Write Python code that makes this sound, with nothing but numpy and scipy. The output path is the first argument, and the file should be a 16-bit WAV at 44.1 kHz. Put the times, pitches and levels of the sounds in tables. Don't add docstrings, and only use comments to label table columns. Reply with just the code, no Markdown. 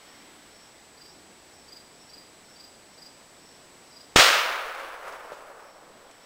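import sys
import numpy as np
from scipy import signal
from scipy.fft import rfft, irfft, next_fast_len
from scipy.io import wavfile
from scipy.ndimage import uniform_filter1d, map_coordinates

SR = 44100
rng = np.random.default_rng(int(sys.argv[2]) if len(sys.argv) > 2 else 0)


def output_pcm(signal):
    pcm = np.clip(np.atleast_2d(signal).T, -1, 1) * 32767
    wavfile.write(sys.argv[1], SR, np.round(pcm).astype(np.int16))


N = 275669

SHOT_S = 4.1606
STROKE_S = 0.026


def amp(db):
    return 10 ** (np.asarray(db) / 20)


def unit(x):
    return x / np.sqrt(np.mean(x ** 2) + 1e-20)


def clock():
    return np.arange(N) / SR


def along(points, hz):
    f, v = np.transpose(points)
    return np.interp(np.log(hz + 1), np.log(f + 1), v)


def wobble(rate_hz):
    knots = rng.standard_normal(int(N * rate_hz / SR) + 4)
    return map_coordinates(knots, [clock() * rate_hz])


def swell(middle_s, spread_s):
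    return np.exp(-((clock() - middle_s) / spread_s) ** 2)


def filtered(x, response):
    m = next_fast_len(N + SR // 2)
    return irfft(rfft(x, m) * response(np.fft.rfftfreq(m, 1 / SR)), m)[:N]


def noise(colour):
    return unit(filtered(rng.standard_normal(N), lambda hz: amp(along(colour, hz))))


def band(centre_hz, width_hz):
    return unit(filtered(rng.standard_normal(N), lambda hz: 1 / (1 + ((hz - centre_hz) / width_hz) ** 4)))


def background(air_db=-53.55, sway_db=0.2, lull_db=-70, gust_spread_s=0.2):
    # f/Hz, relative level/dB
    air_colour = [(25, -10.5), (60, -5), (110, -5), (280, -0.5), (700, -1.3), (1300, -6), (2200, -7),
                  (2500, -9), (3500, -9.7), (5000, -9), (6500, -14), (8500, -15), (9900, -19.5),
                  (10300, -27), (15500, -24.5)]
    # t/s, level/dB
    gusts = [(.28, -60), (1.2, -60.5), (2.33, -66), (5.95, -62)]
    breeze = noise(air_colour) * amp(air_db + sway_db * wobble(1.3))
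    gust_power = sum((amp(db) * swell(s, gust_spread_s)) ** 2 for s, db in gusts)
    wind = np.sqrt(amp(lull_db) ** 2 + gust_power)
    murmur = band(centre_hz=289, width_hz=115) * wind * amp(1.7 * wobble(7.6))
    return breeze + murmur


def whine(restart_hz=29.98, halo_db=-72):
    # f/Hz, level/dB
    tones = [(7870, -62), (8940, -72.5), (12042, -79.5)]
    since_restart_s = clock() % (1 / restart_hz)
    whistle = sum(amp(db) * unit(np.sin(2 * np.pi * hz * since_restart_s)) for hz, db in tones)
    return whistle + amp(halo_db) * band(centre_hz=7600, width_hz=300)


def sleeves():
    # t/s, spread/s, level/dB
    movements = [(.16, 0.54, -57), (6.2, 0.51, -56.5)]
    swish = noise([(300, -11), (900, 1.5), (2100, 5), (2700, -2), (3300, 2.5), (5000, -7), (9000, -16)])
    return swish * sum(amp(db) * swell(s, spread_s) for s, spread_s, db in movements)


def far_cricket(period_s=0.48, level_db=-61, spread_s=0.11, flutter_db=2):
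    # first chirp/s, end/s
    bouts = [(.14, 4.1), (5.24, 6.3)]
    trill = unit(band(centre_hz=5430, width_hz=220) * amp(flutter_db * wobble(50)))
    times_s = [s for start_s, end_s in bouts for s in np.arange(start_s, end_s, period_s)]
    return trill * sum(swell(s, spread_s) for s in times_s) * amp(level_db)


def wing_stroke(hz, sag_hz=150, rough_rad=0.69):
    # ratio to pitch, level re main tone/dB
    side_tones = [(1.495, -21), (2.215, -33), (2.38, -29), (2.61, -27), (3.11, -21)]
    u = np.linspace(-1, 1, round(STROKE_S * SR))
    slip = rough_rad * unit(uniform_filter1d(rng.standard_normal(u.size), size=110))
    phase = 2 * np.pi * np.cumsum(hz - sag_hz * u ** 2) / SR
    sides = sum(amp(db) * np.sin(ratio * phase + slip) for ratio, db in side_tones)
    return np.cos(np.pi * u / 2) * (np.sin(phase + slip) + sides)


def near_cricket(count=3, gap_s=0.0405, opening_db=-5, opening_flat_hz=100, tail_db=-6.5, tail_t60_s=0.69):
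    # middle/s, level/dB, f/Hz
    chirps = [(1.061, -47, 4810), (1.771, -43, 4840), (2.183, -44.5, 4840), (2.648, -44.5, 4840),
              (3.067, -44.5, 4870), (4.012, -46.5, 4920)]
    # delay/s, level/dB
    trunk_echoes = [(.016, -14), (.03, -11)]
    song = np.zeros(N)
    for last_s, db, hz in chirps:
        for k in range(count):
            opening = k == 0
            stroke = amp(db + opening_db * opening) * wing_stroke(hz - opening_flat_hz * opening)
            start_s = last_s - (count - 1 - k) * gap_s - STROKE_S / 2
            song[round(start_s * SR):][:stroke.size] += stroke
    echoes = sum(amp(db) * np.roll(song, round(delay_s * SR)) for delay_s, db in trunk_echoes)
    age_s = np.arange(SR // 2) / SR
    tail = rng.standard_normal(age_s.size) * amp(-60 * age_s / tail_t60_s)
    tail /= np.linalg.norm(tail)
    return song + echoes + amp(tail_db) * signal.fftconvolve(song, tail)[:N]


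def hammer(lead_s=0.004, start_db=-42, end_db=-18):
    u = (clock() - SHOT_S) / lead_s + 1
    growth = amp(start_db + (end_db - start_db) * np.clip(u, 0, 1))
    snap = noise([(200, 2), (1000, 3), (3000, -6), (7000, -1), (10000, -26)])
    return snap * growth * (u > 0) * (u < 1)


def shot_age():
    return np.maximum(clock() - SHOT_S, 0)


def blast(steepness=1.75):
    # t/s, level before rounding/dB, push length/s
    pushes = [(4.1607, 19, 0.00058), (4.1626, 2, 0.00033), (4.163, 13, 0.00028), (4.1725, 13.5, 0.0004),
              (4.1861, 12, 0.00054), (4.1889, 17.5, 0.00031), (4.1968, 18, 0.00028)]
    t, pressure = clock(), np.zeros(N)
    for s, db, push_s in pushes:
        u = np.maximum(t - s, 0) / push_s
        pressure -= amp(db) * (t >= s) * (1 - u) * np.exp(-steepness * u)
    return filtered(pressure, lambda hz: np.exp(-(hz / 5000) ** 2))


def thump(level_db=-33, t60_s=0.55):
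    rumble = noise([(20, 9), (60, 4), (120, -13), (300, -12), (900, -25), (3000, -82)])
    age_s = shot_age()
    return rumble * (age_s > 0) * amp(level_db - 60 * age_s / t60_s)


def scatter(colour, decay, lumpy_db):
    hz, t, z = signal.stft(noise(colour), SR, nperseg=512)
    fade_db = -60 * np.maximum(t - SHOT_S, 0) / along(decay, hz)[:, None]
    echoes = signal.istft(z * amp(fade_db), SR, nperseg=512)[1][:N]
    onset = np.clip((clock() - SHOT_S) / 0.001, 0, 1) ** 2
    return echoes * onset * amp(lumpy_db * (wobble(60) + wobble(400)))


def near_trunks(level_db=5.5, open_ground_db=-3.5, tree_line_s=0.029):
    # f/Hz, relative level/dB
    near_colour = [(60, -30), (230, -22.5), (380, -12.5), (570, -3), (850, -8), (1300, 0), (2000, -3),
                   (2900, -2.5), (5300, -5.5), (8500, -14), (10500, -24), (12500, -28), (15500, -20.5)]
    # f/Hz, t60/s
    near_decay = [(100, 0.5), (300, 0.76), (1000, .98), (2500, .89), (5000, 0.64), (8000, 0.57),
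                  (14000, 0.85)]
    open_ground = 0.5 - 0.5 * np.tanh((shot_age() - tree_line_s) / 0.0045)
    return scatter(near_colour, near_decay, lumpy_db=0.5) * amp(level_db + open_ground_db * open_ground)


def forest_roll(level_db=-14, build_s=0.16):
    # f/Hz, relative level/dB
    far_colour = [(20, -15.5), (65, -26.5), (150, -45), (260, -25), (400, -11.5), (560, -3.5), (800, -4),
                  (1250, 1.7), (2500, -6), (4500, -15.5), (8000, -28), (10700, -28), (12200, -39),
                  (13600, -31)]
    # f/Hz, t60/s
    far_decay = [(400, 4.4), (1000, 3.02), (2000, 2.35), (4000, 2.1), (14000, 3.17)]
    # delay after shot/s, spread/s, level change/dB
    returns = [(.82, .05, -3), (.95, .06, 2)]
    depth = 1 - np.exp(-(shot_age() / build_s) ** 2)
    uneven_db = sum(db * swell(SHOT_S + delay_s, spread_s) for delay_s, spread_s, db in returns)
    return scatter(far_colour, far_decay, lumpy_db=1.1) * depth * amp(level_db + uneven_db)


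def handling(attack_s=0.0026):
    # t/s, knock gain/dB, rustle gain/dB, rustle t60/s
    contacts = [(5.046, -26, -52, 0.017), (5.0808, -31, -36, 0.031), (5.1238, -37, -42, 0.07),
                (5.134, -29, -50, .03), (5.3195, -15.5, -48, 0.5), (6.1118, -50, -47, .05)]
    # f/Hz, relative level/dB, t60/s
    stock_modes = [(507, -11, 0.041), (593, 3.5, 0.022), (735, 1, 0.013), (175, -26, 0.046)]
    out, t = np.zeros(N + SR), np.arange(SR // 4) / SR
    cloth = noise([(300, -6), (1500, 0), (3500, 2.5), (7000, -2), (11000, -13), (15000, -24)])
    wood = sum(amp(db - 60 * t / t60_s) * np.sin(2 * np.pi * hz * t) for hz, db, t60_s in stock_modes)
    wood = wood * (1 - np.exp(-t / attack_s))
    for s, knock_db, rustle_db, rustle_t60_s in contacts:
        brush = np.roll(cloth, rng.integers(N))[:t.size] * amp(rustle_db - 60 * t / rustle_t60_s)
        out[round(s * SR):][:t.size] += amp(knock_db) * wood + brush
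    return out[:N]


def scene():
    shot = blast() + thump() + near_trunks() + forest_roll()
    gun = sleeves() + hammer() + shot + handling()
    return (background() + whine() + far_cricket() + near_cricket() + gun)[None]


def record(dry, ceiling_db=1.0, release_s=1.32, attack_s=0.0005, top_hz=15800):
    over_db = np.maximum(20 * np.log10(np.abs(dry[0]) + 1e-9) - ceiling_db, 0)
    recovery = np.exp(-clock() / release_s)
    duck_db = np.maximum.accumulate(over_db / recovery) * recovery
    keep = np.exp(-1 / (attack_s * SR))
    ducked = dry[0] * amp(-signal.lfilter([1 - keep], [1, -keep], duck_db))
    saturated = ducked / (1 + ducked ** 4) ** 0.25
    return filtered(saturated, lambda hz: 1 / (1 + (hz / top_hz) ** 200))[None]


dry = scene()
out = record(dry)
output_pcm(out)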